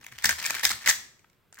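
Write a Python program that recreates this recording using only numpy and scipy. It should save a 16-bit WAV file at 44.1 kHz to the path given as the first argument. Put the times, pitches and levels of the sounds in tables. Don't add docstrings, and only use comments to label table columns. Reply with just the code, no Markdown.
import sys
import numpy as np
from scipy import signal
from scipy.fft import rfft, irfft, next_fast_len
from scipy.io import wavfile

SR = 44100
rng = np.random.default_rng(int(sys.argv[2]) if len(sys.argv) > 2 else 0)


def generate_wav(signal):
    frames = np.transpose(np.atleast_2d(signal))
    scaled = np.clip(frames, -1, 1) * 32767
    pcm = np.round(scaled).astype(np.int16)
    wavfile.write(sys.argv[1], SR, pcm)


N = 70560

# frequency in Hz, relative level in dB.
NOISE_COLOUR = [(25, -20), (60, -9.5), (160, -6), (250, -15), (400, -11), (800, -21), (2000, -23),
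                (6000, -40.5), (10000, -43), (14000, -29), (16000, -34)]
# frequency in Hz, likeness from 0 to 1 (the same).
NOISE_ALIKE = [(60, 0.4), (300, 0.73), (3000, 0.7)]
# time in seconds, low rumble in dB, upper rumble in dB.
DESK_SHUDDER = [(0.0, -61, -63.5), (0.098, -71, -64.5), (0.12, -63, -58), (0.212, -60, -102),
                (0.258, -51, -44.5), (0.378, -56.5, -63), (0.422, -60, -59), (0.566, -59, -53.5),
                (0.618, -60.5, -70.5), (0.65, -65, -52), (0.68, -57, -63), (0.712, -51.5, -49),
                (0.832, -63.5, -65), (0.886, -47, -53.5), (0.93, -54.5, -72.5), (0.952, -64, -55.5),
                (1.34, -88.5, -77.5), (1.6, -77, -90)]
# start in seconds, pitch in Hz, level in dB, seconds to fade 60 dB.
WRIST_JOLTS = [(0.119, 122, -52, 0.14), (0.25, 85, -41.5, 0.11), (0.248, 205.3, -41.5, 0.21),
               (0.306, 80, -49, .4), (0.545, 101, -54, 0.14), (0.643, 135.5, -44, 0.13),
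               (.665, 68.4, -47.5, 0.27), (0.701, 215, -52, 0.29), (0.74, 100, -48, 0.14),
               (0.87, 69, -49.5, 0.31), (1.194, 90, -63.5, .12)]
# a frequency inside the band in Hz, seconds to fade 60 dB.
ECHO_FADES = [(300, 0.22), (1000, 0.39), (2000, 0.35), (5000, 0.34), (8000, 0.32), (12000, .25)]
# frequency in Hz, relative level in dB.
ECHO_COLOUR = [(300, -2.5), (1000, 1), (1900, -1), (4000, 3), (7000, 1), (12000, 4.5)]
# frequency in Hz, likeness from 0 to 1.
ECHO_ALIKE = [(300, 0.6), (900, 0.05), (1800, 0.05), (3000, 0.2), (6000, 0.05)]
# start in seconds, end in seconds, level in dB.
LAYER_TURNS = [(0, 0.094, -61), (.112, 0.17, -52.5), (0.179, 0.223, -50.5), (0.229, .238, -42.5),
               (0.2372, .33, -34), (0.381, .615, -39.5), (0.6295, .735, -36), (.75, 0.79, -51.5),
               (0.804, .855, -45), (0.8586, .918, -28), (1.529, 1.6, -70)]
# frequency in Hz, relative level in dB.
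RUB_COLOUR = [(120, -51.5), (200, -23), (509, -17.5), (916, -12.5), (1450, -8.5), (1810, -5.5), (3310, -12),
              (6880, -17.5), (9930, -25.5), (14600, -17.5), (16000, -26.5)]
# start in seconds, length in milliseconds, hollow pitch in Hz,
# shell pitch in Hz, then the levels in dB of the hollow ring, the knock, the shell and the tick.
CUBE_CLACKS = [(0.0115, 3.7, 1610, 5700, -52.5, -56.5, -58, -56.5),
               (0.0303, 1.8, 2300, 5600, -70, -50.5, -61, -63.5),
               (0.0414, 1.1, 1840, 6800, -52, -55, -49.5, -77),
               (0.0447, 3.2, 2290, 6100, -46, -50.5, -52, -48),
               (0.0652, 1.8, 2230, 6700, -34, -46, -41, -41),
               (0.0808, 5.2, 2020, 5800, -54, -54.5, -60, -57.5),
               (0.123, 1.15, 1990, 5800, -40, -78, -47, -44.5),
               (0.1258, 2.7, 1800, 5100, -59, -49, -55, -59),
               (0.1867, 0.52, 1900, 4386, -32.5, -41, -33, -34.5),
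               (0.2234, 3.6, 2040, 4500, -40.5, -50, -43, -42),
               (0.2419, 5.6, 1875, 6900, -18.5, -29, -22, -23),
               (0.2552, 4.3, 1800, 5400, -22, -29.5, -17.5, -19),
               (0.2648, 7, 1840, 6400, -29, -51, -31, -34), (0.2775, 1.7, 1800, 5500, -35, -54, -41, -42),
               (0.2923, 5.9, 1776, 5800, -20, -29.5, -22, -22.5),
               (0.3066, 6.5, 1710, 6500, -25.5, -36, -29.5, -50),
               (0.325, 3.3, 1760, 5500, -34.5, -47, -54, -56.5), (0.385, 2, 1920, 5000, -46, -55, -51, -50),
               (0.3997, 2.1, 1980, 4400, -34, -50, -32.5, -38.5),
               (0.4162, 3, 1900, 5400, -43.5, -49, -43, -44),
               (0.4273, 3.1, 1910, 6200, -35, -46, -38, -35.5),
               (0.4406, 1.9, 2210, 5100, -34, -42, -35, -35),
               (0.4434, 2.7, 2060, 4500, -30.5, -45, -32.5, -36.5),
               (0.4505, 1.65, 2300, 4600, -24, -35, -32.5, -31.5),
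               (0.4566, 4.5, 1670, 6600, -29, -45, -29.5, -44.5),
               (0.4628, 2.8, 2280, 7000, -26, -37, -23.5, -24.5),
               (0.4727, 12, 1780, 4800, -40, -54, -41.5, -39.5),
               (0.498, 5.8, 1760, 5700, -28.5, -42, -33.5, -38),
               (0.5058, 3.24, 2440, 6800, -25.5, -28.5, -25, -26.5),
               (0.5277, 5.3, 1490, 6100, -40.5, -48, -47, -44.5),
               (0.5436, 0.78, 2250, 6600, -30.5, -53, -43.5, -48.5),
               (0.5495, 4.8, 2270, 4400, -30, -37.5, -30.5, -30),
               (0.5659, 2.9, 1640, 5100, -31, -45.5, -37.5, -43),
               (0.5835, 2, 2210, 4500, -33.5, -49.5, -38, -51.5),
               (0.595, 1.8, 1710, 5600, -31, -44, -32.5, -46),
               (0.6054, 3.1, 1700, 4500, -36.5, -49.5, -47.5, -51),
               (0.633, 5.9, 1860, 4400, -27, -33, -28.5, -26.5),
               (0.6425, 14, 1943, 5900, -28.5, -33, -26.5, -25),
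               (0.6517, 2.9, 1950, 5700, -20, -30.5, -14.5, -17.5),
               (0.6632, 12, 1730, 6400, -31, -43, -28.5, -33.5),
               (0.6924, 3.3, 2000, 7200, -38.5, -52.5, -26.5, -32.5),
               (0.704, 6.6, 1730, 5100, -31, -32, -28.5, -28.5),
               (0.7109, 1.7, 2200, 4300, -25.5, -40, -26.5, -28),
               (0.7163, 1.43, 1380, 7000, -25, -45, -24.5, -33.5),
               (0.755, 2.3, 2140, 5600, -36.5, -51, -49.5, -45.5),
               (0.8103, 8.6, 1840, 5700, -48.5, -53, -53, -56),
               (0.8433, 1.2, 2000, 4600, -35, -53.5, -44.5, -51.5),
               (0.849, 3.6, 1880, 5300, -39.5, -48.5, -47, -51),
               (0.8602, 1.7, 2020, 4500, -26, -38.5, -27, -30),
               (0.863, 2.2, 2000, 4800, -28, -45.5, -31, -30),
               (0.8699, 6.6, 2260, 5600, -30, -39.5, -31.5, -42),
               (0.8747, 3.6, 2003, 5700, -14.5, -34, -23.5, -21.5),
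               (0.8853, 4.9, 1860, 6300, -27.5, -27, -19.5, -21),
               (0.8911, 3.2, 1920, 7000, -21, -41, -17.5, -20),
               (0.897, 6.7, 1830, 6600, -20.5, -30.5, -18, -19.5),
               (0.9085, 4.5, 1860, 5100, -22.5, -42.5, -29, -28.5),
               (0.9265, 1.6, 1800, 5500, -28, -44, -35, -38.5),
               (0.938, 2.1, 1800, 5500, -35.5, -51, -47.5, -48.5),
               (1.193, 3.2, 2176, 6810, -59.5, -75.5, -62, -66.5),
               (1.2445, 2.6, 1364, 6800, -58, -56.5, -73.5, -72),
               (1.2992, 1.9, 2130, 6300, -62.5, -80.5, -63.5, -65.5),
               (1.331, 1.5, 2100, 4000, -66.5, -79, -65.5, -67),
               (1.5269, 1.86, 1645, 6900, -56, -49, -48.5, -63.5),
               (1.5368, 3.8, 1480, 6300, -59.5, -64, -64, -74),
               (1.5438, 1.4, 1970, 7600, -69.5, -71.5, -53, -47),
               (1.5545, 1.6, 2190, 6600, -55, -72.5, -55.5, -61),
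               (1.559, 1.6, 2290, 6500, -68, -81, -58, -68),
               (1.5712, 1.8, 1540, 7200, -48.5, -60, -58, -61.5),
               (1.5794, 1.8, 1590, 5800, -43, -76, -70, -73),
               (1.5879, 3.5, 1960, 6700, -50, -50.5, -48, -47),
               (1.5928, 2.2, 1800, 5700, -50, -45, -48, -55)]
# frequency in Hz, how much louder the left is than the right in dB.
CUBE_BALANCE = [(300, -1.6), (1500, 1.5), (3000, 1), (6000, 1.5), (10000, 0.4)]
# frequency in Hz, boost or cut in dB.
MIC_TONE = [(35, 1.5), (50, -5.5), (62, -3.5), (650, -6), (1000, -2), (1400, -0.5), (1850, -3.5), (3300, 1),
            (7000, 1.5), (8300, 4.5), (9900, 1.5), (13000, -3.3)]

CORE_HZ, CORE_WIDTH_HZ = 1830, 110
KNOCK_HZ, KNOCK_WIDTH_HZ = 942, 856
HOLLOW_ALIKE, KNOCK_ALIKE, SHELL_ALIKE = 0.84, 0.84, 0.08
FFT_SIZE = next_fast_len(N + 4096)


def gain(db):
    return 10 ** (np.asarray(db, float) / 20)


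def look_up(table, hz):
    table = np.array(table, float)
    return np.interp(np.log(np.maximum(hz, 1)), np.log(table[:, 0]), table[:, 1])


def ring(x, hz, width_hz):
    hz = min(hz, 0.4 * SR)
    return signal.lfilter(*signal.iirpeak(hz, hz / max(width_hz, 1), fs=SR), x)


def focused_ring(x, hz, width_hz):
    return ring(ring(x, hz, width_hz), hz, 2 * width_hz)


def stereo(noise, alike):
    alike = np.clip(alike, 0, 1)
    shared = noise[0] * np.sqrt((1 + alike) / 2)
    opposed = noise[1] * np.sqrt((1 - alike) / 2)
    return np.array([shared + opposed, shared - opposed])


def coloured(noise, colour, alike):
    hz = np.fft.rfftfreq(noise.shape[1], 1 / SR)
    spectrum = stereo(rfft(noise), look_up(alike, hz)) * gain(look_up(colour, hz))
    out = irfft(spectrum, noise.shape[1])
    return out / np.sqrt(np.mean(out ** 2))


def impacts(samples, per_second, fade_ms, scatter_db):
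    timing, size = rng.random((2, samples))
    hits = (timing < per_second / SR) * gain(-scatter_db * np.log(size * 0.95 + 0.05))
    return signal.lfilter([1], [1, -np.exp(-1000 / (fade_ms * SR))], hits)


def room_noise():
    return coloured(rng.standard_normal((2, N)), NOISE_COLOUR, NOISE_ALIKE) * gain(-64.5)


def desk_shudder(t):
    times, low_db, upper_db = np.array(DESK_SHUDDER).T
    out = 0
    for hz, width_hz, db in ((80, 80, low_db), (165, 390, upper_db)):
        arms = stereo(rng.standard_normal((2, N)), alike=0.7)
        shake = ring(ring(arms, hz, width_hz), hz, width_hz)
        out = out + shake / shake.std() * gain(np.interp(t, times, db))
    return out


def desk_thumps(t):
    rise_ms, out = 2.9, 0
    for start, hz, db, fade_s in WRIST_JOLTS:
        age = np.maximum(t - start, 0)
        shape = (1 - np.exp(-age * 1000 / rise_ms)) * gain(-60 * age / fade_s)
        out = out + gain(db) * 2 * shape * np.sin(2 * np.pi * hz * age)
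    return out


def wall_echo(x):
    t = np.arange(SR // 2) / SR
    spectrum = rfft(coloured(rng.standard_normal((2, len(t))), ECHO_COLOUR, ECHO_ALIKE))
    hz = np.fft.rfftfreq(len(t), 1 / SR)
    edges_hz = [0, 500, 1400, 3000, 6000, 10000, SR]
    rise_ms, tail = 1.6, 0
    for (_, fade_s), low, high in zip(ECHO_FADES, edges_hz, edges_hz[1:]):
        band = irfft(spectrum * ((hz >= low) & (hz < high)), len(t))
        main = gain(-60 * t / fade_s)
        late = gain(-19 - 60 * t / (fade_s * 2.13))
        tail = tail + band * (main + late)
    tail *= 1 - np.exp(-t * 1000 / rise_ms)
    tail /= np.sqrt(np.sum(tail ** 2) / 2)
    return gain(-7.5) * signal.fftconvolve(x[None], tail, axes=1)[:, :N]


def sliding_layers(t):
    steady, rise_ms, fall_ms = 0.4, 2.5, 5.9
    grains = steady + impacts(N, per_second=600, fade_ms=1.4, scatter_db=2.5)
    turns = 0
    for start, end, db in LAYER_TURNS:
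        rise = np.clip((t - start) * 1000 / rise_ms, 0, 1)
        fall = np.exp(-np.maximum(t - end, 0) * 1000 / fall_ms)
        turns = turns + gain(db) * rise * fall
    alike = [(KNOCK_HZ, KNOCK_ALIKE), (1900, HOLLOW_ALIKE), (5000, SHELL_ALIKE)]
    rub = coloured(grains * rng.standard_normal((2, N)), RUB_COLOUR, alike) * turns
    return rub + gain(2) * ring(rub, CORE_HZ, CORE_WIDTH_HZ)


def flurry(ms, length_ms, release_ms):
    attack_ms, sag_db, steady = 0.12, -5.5, 0.87
    scrape = gain(-9.5) * np.exp(np.minimum(ms, 0) / (0.5 * length_ms))
    rise = np.maximum(np.clip(1 + ms / attack_ms, 0, 1), scrape)
    sag = gain(sag_db * np.clip(ms / length_ms, 0, 1))
    fall = np.exp(-np.maximum(ms - length_ms, 0) / release_ms)
    grains = steady + impacts(len(ms), per_second=4100, fade_ms=0.35, scatter_db=3.5)
    noise = rng.standard_normal((2, len(ms)))
    push = rise * sag * fall * grains * noise
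    blow = np.sign(noise[0]) * (ms == 0) * np.array([[1], [0]])
    return push + gain(22.5) * blow, push + gain(8) * blow


def at_level(x, db, length_ms):
    samples = length_ms * SR / 1000
    return x * gain(db) / np.sqrt(np.sum(x ** 2) / 2 / samples)


def clacks():
    span, lead_in = 2560, 512
    ms = (np.arange(span) - lead_in) * 1000 / SR
    shell_band = signal.butter(2, [2700, 8600], "bandpass", fs=SR, output="sos")
    out = np.zeros((2, N + span))
    for start, length_ms, hollow_hz, shell_hz, hollow_db, knock_db, shell_db, tick_db in CUBE_CLACKS:
        release_ms = 0.78 + 0.3 * length_ms
        total_ms = length_ms + release_ms
        hard, soft = flurry(ms, length_ms, release_ms)
        hollow_push = stereo(hard, HOLLOW_ALIKE)
        knock_push = stereo(hard, KNOCK_ALIKE)
        shell_push = stereo(soft, SHELL_ALIKE)

        hollow = focused_ring(hollow_push, hollow_hz, width_hz=190 + 404 / length_ms)
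        core = ring(ring(hollow_push, CORE_HZ, CORE_WIDTH_HZ), CORE_HZ, KNOCK_WIDTH_HZ)
        knock = focused_ring(knock_push, KNOCK_HZ, KNOCK_WIDTH_HZ)
        thud = focused_ring(knock_push, hz=335, width_hz=820)
        shell_ring = focused_ring(shell_push, shell_hz, width_hz=1800)
        shell_hiss = signal.sosfilt(shell_band, shell_push)
        shell = at_level(shell_ring, 0, total_ms) + at_level(shell_hiss, 8, total_ms)
        tick = focused_ring(shell_push, hz=13430, width_hz=8570)

        parts = [(hollow, hollow_db), (core, hollow_db - 9), (knock, knock_db), (thud, knock_db - 9),
                 (shell, shell_db), (tick, tick_db)]
        first = int(start * SR)
        out[:, first:first + span] += sum(at_level(part, db, total_ms) for part, db in parts)
    return out[:, lead_in:lead_in + N]


def scene():
    t = np.arange(N) / SR
    cube = clacks() + sliding_layers(t)
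    echo = (wall_echo(cube[0]) + wall_echo(cube[1])) / np.sqrt(2)
    hz = np.fft.rfftfreq(FFT_SIZE, 1 / SR)
    side, right_lag_us = np.array([[0.5], [-0.5]]), 57.2
    balance = gain(side * look_up(CUBE_BALANCE, hz))
    delay = np.exp(2j * np.pi * hz * side * right_lag_us / 10 ** 6)
    placed = irfft(rfft(cube + echo, FFT_SIZE) * balance * delay, FFT_SIZE)[:, :N]
    return placed + room_noise() + desk_shudder(t) + desk_thumps(t)


def record(dry):
    hz = np.fft.rfftfreq(FFT_SIZE, 1 / SR)
    miked = irfft(rfft(dry, FFT_SIZE) * gain(look_up(MIC_TONE, hz)), FFT_SIZE)[:, :N]
    top_cut = signal.ellip(10, 0.2, 80, 15950, fs=SR, output="sos")
    return signal.sosfilt(top_cut, miked)


dry = scene()
out = record(dry)
generate_wav(out)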